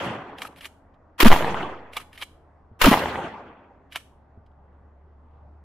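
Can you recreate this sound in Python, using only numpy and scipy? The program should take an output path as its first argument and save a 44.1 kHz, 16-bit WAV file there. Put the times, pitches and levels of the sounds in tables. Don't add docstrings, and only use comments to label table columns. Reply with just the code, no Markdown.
import sys
import numpy as np
from scipy import signal
from scipy.io import wavfile

SR = 44100
rng = np.random.default_rng(int(sys.argv[2]) if len(sys.argv) > 2 else 0)


def to_wav(s):
    ch = np.atleast_2d(s).T
    pcm = np.round(np.clip(ch, -1, 1) * 32767)
    wavfile.write(sys.argv[1], SR, pcm.astype(np.int16))


def invert_db(x):
    u = np.asarray(x, float) / 20
    return 10 ** u


N = 248721
TIME = np.arange(N) / SR
BAND_EDGES = 19.5 * 2 ** np.arange(0, 9.8, .3724)
WHITE = rng.standard_normal((2, 2, N))

# f/Hz, density/dB per Hz
ROAD = [(20, 0.5), (28, 2.5), (45, -6.5), (70, -4.5), (100, -1), (160, -8), (300, -9), (450, -12),
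        (800, -9.5), (1200, -16), (1700, -24), (2500, -38), (4000, -47.5), (9000, -59.5)]
# f/Hz, likeness/1
ROAD_LIKENESS = [(30, 0.88), (100, 1), (500, 0.81), (1500, 0.6), (5000, .4)]
ROAD_DB = -58
# t/s, f/Hz, level/dB
ENGINE = [
    (0, 76, -69),
    (0.998, 77, -61),
    (2.2, 77.5, -57.5),
    (3.501, 73, -64),
    (4.4, 72.5, -56.5),
    (5.0, 72, -53),
    (5.64, 73.7, -49),
]

# f/Hz, level/dB, t60/s
PLATE = (273, -48, 3.0)
PELLET_FLIGHT_S = .08
# t/s, peak level/dB, f/Hz
SHELL_THUDS = [
    (2.714, -42.5, 100),
    (4.374, -42.5, 96),
]

# t/s, peak level/dB, thrown shell level/dB
RACK_BACK = [
    (0.4184, -17.5, 7.5),
    (1.9676, -17.5, -0.5),
    (3.9579, -16.5, -47),
]
# t/s, peak level/dB
RACK_FORWARD = [
    (0.6537, -22),
    (2.2225, -19.5),
]
# t from slam/s, level below it/dB, low modes level/dB, loudest f/Hz
BACK_CONTACTS = [
    (-.0347, -14.5, -43.5, 3000),
    (0, -0.5, -16.5, 2300),
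    (0.013, -16, -5, 2400),
]
EJECT_CONTACTS = [
    (.031, -17, 1, 1420),
    (0.048, -38, 18, 1390),
]
FORWARD_CONTACTS = [
    (-.0927, -19.5, -28, 2490),
    (-.068, -24, -21, 2720),
    (-.0456, -12.5, -32, 2400),
    (-.030, -27, -6, 1950),
    (-.018, -23, -6, 2330),
    (-.008, -9, -28, 2500),
    (0, 0, -19, 2530),
]
# t/s, peak level/dB, f/Hz
TICKS = [
    (0.5257, -49, 1140),
    (0.9413, -60, 2500),
    (4.463, -61, 3100),
    (4.515, -69.5, 3100),
    (4.73, -74, 4670),
]
# f/Hz, level/dB, t60/s
ACTION_MODES = [(920, -22, 0.09), (1263, 21, 0.075), (1498, -8, 0.016), (1842, -7, 0.047),
                (2360, 3.5, 0.029), (2765, -21, 0.037), (2840, -10, 0.01), (2850, -5.5, 0.044),
                (3145, -2.5, 0.03), (3780, -11, 0.055), (4670, -24, 0.11), (4700, -38, 0.18),
                (5450, -65, 0.21), (6700, -60, 0.08), (7700, 5, 0.049), (9300, -26, 0.19),
                (10560, 25, 0.12), (10460, -22, 0.091)]
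HIGH_MODES_DB, TICK_LOW_DB, TICK_HIGH_DB = -21, -12.0, -45
# start from slam/s, end from slam/s, level/dB
RUB_BACK, RUB_EJECT = (-.048, .004, -53), (0.019, 0.07, -48.5)
RUB_FORWARD = [
    (-.093, -0.046, -55.5),
    (-.056, 0.038, -48.5),
]
# f/Hz, density/dB per Hz
RUB_COLOUR = [(880, -34), (1500, -4), (1720, -5), (1920, -1.5), (2830, -4), (4370, -12), (6830, -24),
              (12200, -9), (16000, -70)]
CLOTH_START_S, CLOTH_END_S, CLOTH_DB, CLOTH_DULL_HZ = 5.26, 5.44, -81, 4800

SHOTS = [
    -0.3,
    1.203,
    2.8155,
]
# first crack, later cracks, near slaps, far slaps, woodland roll, each level/dB
SHOT_DB = [
    (-60, -60, -60, -60, -0.5),
    (0.5, 0.5, -13, 2.5, -1.5),
    (0, -1.5, 1, 0.5, -1),
]

# f/Hz, density/dB per Hz
ROLL_COLOUR = [(35, -30), (70, -7.5), (150, -7), (450, -8), (860, -5), (3000, -17.5), (4300, -28.5),
               (16000, -40)]
# f/Hz, extra loss/dB per s
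PATH_LOSS = [(80, 11.5), (400, -2), (1000, 1), (2000, 9.5), (3200, 18.5), (4500, 34.5), (8000, 49),
             (16000, 100)]
# f/Hz, likeness/1
ROLL_LIKENESS = [(60, 0.99), (180, 1), (550, 0.97), (1100, .75), (2200, 0.5), (4970, 0.1), (15000, 0.2)]
ROLL_DB, ROLL_ARRIVES_S, ROLL_SWELL_DB_PER_S = -30.5, .165, 231
NEAR_WOODS_S, NEAR_SAG_DB_PER_S = .43, 14.5
FAR_FALL_DB_PER_S, HILL_DB = 62.5, -63.5

# delay t/s, peak level/dB, f/Hz
TRUNKS = [(.0018, -6.5, 1040), (0.0288, -3, 1319), (0.035, -7.5, 501.5), (.0445, -9, 875),
          (.051, -4.5, 826), (0.0588, -2, 1170), (.100, -6, 630), (.104, -9, 850), (0.1076, -7, 1084),
          (0.1135, 1, 933.3), (.1205, -2.5, 958), (.1255, -1.5, 978.4), (.131, -13, 895), (.137, -9.5, 790),
          (.146, -15, 850), (.158, -10.5, 890), (.2045, -15.5, 760), (.2215, -14, 860), (.242, -13, 827),
          (.268, -30, 810), (.341, -16, 920), (.373, -28, 625), (.427, -24, 370)]
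NEAR_S = .04

# t/s, length/s, push/1, right-to-left ratio/1
SHOVES = [
    (1.231, .045, .72, .78),
    (1.273, .064, -.86, 1.2),
    (2.818, .026, .12, .5),
    (2.843, .024, -.24, 1.4),
]
# t/s, push/1, time constant/s
CREEP = (1.338, .09, .16)
# t/s, peak level/dB, f/Hz, hold/s
BOOMS = [
    (1.228, -7.5, 356, 0.0023),
    (1.2535, -1.5, 252, 0.015),
    (2.865, -10, 281, 0.0098),
    (2.878, -4.5, 252, 0.0084),
    (2.913, -6, 256, 0.00048),
]
BOOM_SWELL_S, BOOM_CYCLES, BOOM_SAG_PER_S = .003, 6.4, 8.9

# delay t/s, level/dB, hold/s, t60/s
CRACKS = [
    (-.0005, -12.5, 0.005, .04),
    (.004, -17, 0.017, 0.052),
    (0.024, -14, .005, 0.02),
    (0.044, -17.5, .03, .25),
    (0.097, -23, 0.03, 0.22),
]
# f/Hz, density/dB per Hz
CRACK_COLOUR = [(180, -36.5), (300, -5), (749, -10), (900, 1), (1580, -1.5), (2740, -7), (3290, -2.5),
                (3640, -10.5), (8500, -22), (12700, -15.5), (16000, -20)]
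# delay t/s, level/dB, hold/s, t60/s
NEAR_WASH = (.031, -17, .016, .04)
LEAD_S, LEAD_DB, LEAD_RISE_DB_PER_S = 0.023, -12, 1200

OVERLOAD = .76


def rms_one(x):
    return x / np.sqrt(np.mean(x ** 2) + 1e-20)


def at_hz(points, hz):
    f, value = np.array(points)[:, 0], np.array(points)[:, 1]
    return np.interp(np.log(hz), np.log(f), value)


def drift(rate):
    r = np.exp(-80 * np.pi * rate / SR)
    noise = rng.standard_normal(N // 40 + 2002)
    slow = signal.lfilter([1], [1, -2 * r, r * r], noise)[2000:]
    return np.interp(np.arange(N) / 40, np.arange(len(slow)), rms_one(slow))


def ring(clicks, hz, t60):
    r, w = invert_db(-60 / (t60 * SR)), 2 * np.pi * hz / SR
    return signal.lfilter([0, np.sin(w)], [1, -2 * r * np.cos(w), r * r], clicks + 1e-18)


def grains(size, per_s, spread_db):
    sizes = invert_db(spread_db * np.minimum(rng.exponential(1, size), 4)) * rng.choice([-1, 1], size)
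    return sizes * (rng.random(size) < per_s / SR)


def bands(source, spectrum, likeness, extra_db=lambda hz: 0):
    out, power = 0, 0
    for k, (low, high) in enumerate(zip(BAND_EDGES, BAND_EDGES[1:])):
        hz = np.sqrt(low * high)
        if spectrum[0][0] <= hz <= spectrum[-1][0]:
            band = signal.butter(3, [low, high], "band", fs=SR, output="sos")
            mid, side = invert_db(at_hz(spectrum, hz)) * signal.sosfilt(band, source[k % 2])
            alike = np.clip(at_hz(likeness, hz), -1, 1)
            stereo = np.sqrt(1 + alike) * mid + np.sqrt(1 - alike) * side * [[1], [-1]]
            out = out + invert_db(extra_db(hz)) * stereo
            power += 2 * np.mean(mid ** 2)
    return out / np.sqrt(power)


def burst(level_db, hold, t60, length):
    t = TIME[:length] - LEAD_S
    lead = invert_db(LEAD_DB + LEAD_RISE_DB_PER_S * np.minimum(t, 0)) * (t < 0)
    decay = invert_db(-60 * np.maximum(t - hold, 0) / t60) * (t >= 0)
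    return invert_db(level_db) * (lead + decay)


def add(out, s, piece):
    i = round(s * SR)
    out[..., i:i + piece.shape[-1]] += piece[..., :N - i]


def traffic():
    s, *columns = np.transpose(ENGINE)
    hz, engine_db = [np.interp(TIME, s, c) for c in columns]
    swell = drift(1.1)
    road = bands(WHITE[:, :, ::-1], ROAD, ROAD_LIKENESS, lambda hz: .4 * swell + 1.8 * drift(5.4))
    phase = 2 * np.pi * np.cumsum(hz + 2.0 * drift(12)) / SR
    engine = np.sqrt(2) * np.sin(phase)
    return road * invert_db(ROAD_DB) + engine * invert_db(engine_db + 0.56 * drift(6))


def plate():
    hz, level_db, t60 = PLATE
    hits = np.zeros(N)
    hits[[max(round((s + PELLET_FLIGHT_S) * SR), 0) for s in SHOTS]] = invert_db(level_db)
    return ring(hits, hz, t60)


def shells():
    out, length = np.zeros(N), SR // 6
    push = np.zeros(length)
    push[:60] = np.hanning(60) / 30
    for s, peak_db, hz in SHELL_THUDS:
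        thud = ring(push, hz, .1) + 0.45 * ring(push, 2.3 * hz, 0.09) + .2 * ring(push, 3.6 * hz, .06)
        add(out, s, invert_db(peak_db + 4.0) * thud)
    return out


def rubs():
    start, end, db = RUB_BACK
    rows = [(s + start, s + end, db) for s, _, _ in RACK_BACK]
    start, end, db = RUB_EJECT
    rows += [(s + start, s + end, db + 0.2 * shell_db) for s, _, shell_db in RACK_BACK]
    return rows + [(s + start, s + end, db) for s, _ in RACK_FORWARD for start, end, db in RUB_FORWARD]


def rubbing():
    out = np.zeros((2, N))
    grit = 1.4 * rms_one(grains((2, 2, SR), per_s=5800, spread_db=5.0)) + .5 * WHITE[..., -SR:]
    noise = bands(grit, RUB_COLOUR, [(1500, 0.54), (6000, 0.19)]) * invert_db(1.4 * drift(60)[:SR])
    for k, (start, end, level_db) in enumerate(rubs()):
        stroke = signal.windows.tukey(round((end - start) * SR), .75)
        add(out, start, invert_db(level_db) * stroke * noise[:, 3000 * k:][:, :len(stroke)])
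    length = round((CLOTH_END_S - CLOTH_START_S) * SR)
    brush = np.hanning(length) * invert_db(CLOTH_DB + 4.4 * drift(25)[:length])
    dull = signal.butter(4, CLOTH_DULL_HZ, fs=SR, output="sos")
    add(out, CLOTH_START_S, brush * signal.sosfilt(dull, noise[:, -length:]))
    return out


def contacts():
    strokes = [(s, db, BACK_CONTACTS) for s, db, _ in RACK_BACK]
    strokes += [(s, db + shell_db, EJECT_CONTACTS) for s, db, shell_db in RACK_BACK]
    strokes += [(s, db, FORWARD_CONTACTS) for s, db in RACK_FORWARD]
    rows = [(s + lag, db + below_db, low_db, HIGH_MODES_DB, hz)
            for s, db, parts in strokes for lag, below_db, low_db, hz in parts]
    return rows + [(s, db, TICK_LOW_DB, TICK_HIGH_DB, hz) for s, db, hz in TICKS]


def action():
    out, length = np.zeros((2, N)), SR // 10
    small = signal.butter(2, 420, "high", fs=SR, output="sos")
    tiny = signal.butter(3, 1400, "high", fs=SR, output="sos")
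    bright = signal.butter(1, [5000, 11500], "band", fs=SR, output="sos")
    for s, peak_db, low_db, high_db, struck_hz in contacts():
        rattle = grains(length, per_s=4400, spread_db=0.5) * burst(0, 0.0014, 0.042, length)
        chance = rng.standard_normal((len(ACTION_MODES), 3))
        body = np.zeros((2, length))
        for (hz, level_db, t60), (left, right, detune) in zip(ACTION_MODES, chance):
            if hz < 1500:
                colour_db = low_db - 3
            elif hz > 5500:
                colour_db = high_db + 2
            else:
                colour_db = -8.0 * abs(np.log2(hz / struck_hz))
            strength = invert_db(0.5 * level_db + colour_db + 2.0 * np.array([[left], [right]]))
            body += strength * ring(rattle, hz * (1 + .02 * detune), min(.5 * t60, 24 / hz))
        body = signal.sosfilt(small if low_db > -22 else tiny, body)
        hiss = signal.sosfilt(bright, rng.standard_normal((2, length)))
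        snap = hiss * burst(high_db - 2.0, 0.014, 0.04, length)
        add(out, s - LEAD_S, invert_db(peak_db + 0.5) * (body / np.abs(body).max() + snap))
    t = TIME[:SR // 3]
    twigs = signal.sosfilt(bright, rng.standard_normal((2, len(t))))
    scatter = twigs * invert_db(-41 - 60 * t / 0.37) * np.minimum(t / 0.0031, 1)
    return out + signal.oaconvolve(out, scatter, axes=1)[:, :N]


def roll_db(since):
    swell = ROLL_SWELL_DB_PER_S * np.minimum(since - ROLL_ARRIVES_S, 0)
    sag = NEAR_SAG_DB_PER_S * np.clip(since - ROLL_ARRIVES_S, 0, NEAR_WOODS_S - ROLL_ARRIVES_S)
    return ROLL_DB + swell - sag - FAR_FALL_DB_PER_S * np.maximum(since - NEAR_WOODS_S, 0)


def woods():
    last = np.searchsorted(SHOTS, TIME) - 1
    since = TIME - np.array(SHOTS)[last]
    returns = rms_one(grains((2, N), per_s=510, spread_db=0.0))
    source = 0.55 * returns + 0.87 * WHITE[:, ::-1]
    surge = drift(4.0)

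    def change_db(hz):
        return -at_hz(PATH_LOSS, hz) * (since - .2) + 1.3 * surge + 2.5 * drift(17)

    roll = bands(source, ROLL_COLOUR, ROLL_LIKENESS, change_db)
    near = invert_db(roll_db(since) + np.array(SHOT_DB)[last, -1])
    hills = invert_db(HILL_DB - 9.0 * since)
    return roll * invert_db(4.5) * (near + hills)


def slaps():
    out, length = np.zeros((2, N)), SR // 25
    dull = signal.butter(8, 3450, fs=SR, output="sos")
    for delay, peak_db, hz in TRUNKS:
        clicks = grains((2, length), per_s=1300, spread_db=3.0) * invert_db(-60 * TIME[:length] / 0.017) * .5
        clicks = clicks[0] + .09 * clicks[1] * [[1], [-1]]
        clicks[:, 0] = 1.1
        pulse = ring(clicks, hz, 7.2 / hz) + 0.31 * ring(clicks, 2.1 * hz, 7.1 / hz)
        pulse = signal.sosfilt(dull, pulse + .2 * ring(clicks, 3000, .007))
        for shot, (_, _, near_db, far_db, _) in list(zip(SHOTS, SHOT_DB))[1:]:
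            level_db = peak_db + (near_db if delay < NEAR_S else far_db)
            add(out, shot + delay, invert_db(level_db) * pulse / np.abs(pulse).max())
    return out


def blast():
    out, wobble, apart = np.zeros((2, N)), drift(53), drift(90) * [[1], [-1]]
    for s, length, push, right in SHOVES:
        arch = np.sin(np.pi * TIME[:round(length * SR)] / length) ** 0.69
        add(out, s, push * arch * [[1], [right]])
    creep_s, creep_push, creep_tau = CREEP
    after = np.maximum(TIME - creep_s, 0)
    out += creep_push * (1 - np.exp(-after / .012)) * np.exp(-after / creep_tau)
    t = TIME[:SR // 5]
    for s, peak_db, hz, hold in BOOMS:
        t60, i = BOOM_CYCLES / hz, round(s * SR)
        sagging_hz = hz * np.exp(-BOOM_SAG_PER_S * t)
        phase = 2 * np.pi * np.cumsum(sagging_hz * (1 + 0.07 * wobble[i:i + len(t)])) / SR
        phase = phase + 0.09 * apart[:, i:i + len(t)]
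        decay = invert_db(peak_db - 60 * np.maximum(t - BOOM_SWELL_S - hold, 0) / t60)
        add(out, s, -np.sin(phase) * np.minimum(t / BOOM_SWELL_S, 1) * decay)
    return out


def cracks():
    out, length = np.zeros((2, N)), SR // 3
    likeness = [(500, .94), (1000, 0.59), (2000, 0.49), (5000, 0.25)]
    noise = bands(WHITE[..., :SR], CRACK_COLOUR, likeness) * invert_db(2.0 * drift(250)[:SR])
    fired = list(zip(SHOTS, SHOT_DB))[1:]
    rows = [(shot + delay, db + (later_db if k else first_db), hold, t60)
            for shot, (first_db, later_db, *_) in fired
            for k, (delay, db, hold, t60) in enumerate(CRACKS)]
    delay, db, hold, t60 = NEAR_WASH
    rows += [(shot + delay, db + part[2], hold, t60) for shot, part in fired]
    for k, (s, level_db, hold, t60) in enumerate(rows):
        piece = noise[:, 2500 * k:][:, :length]
        add(out, s - LEAD_S, piece * burst(level_db, hold, t60, length))
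    return out


def scene():
    background = traffic() + plate() + shells()
    handling = rubbing() + action()
    return background + handling + woods() + slaps() + blast() + cracks()


def band_limit(x):
    return signal.sosfilt(signal.butter(12, 16260, fs=SR, output="sos"), x)


def record(dry):
    drive = np.abs(dry) / OVERLOAD
    clipped = OVERLOAD * np.tanh(drive ** 1.5) ** (1 / 1.5) * np.sign(dry)
    top_cut = signal.cheby2(12, 60, 16300, fs=SR, output="sos")
    return band_limit(signal.sosfilt(top_cut, clipped))


dry = scene()
out = record(dry)
to_wav(out)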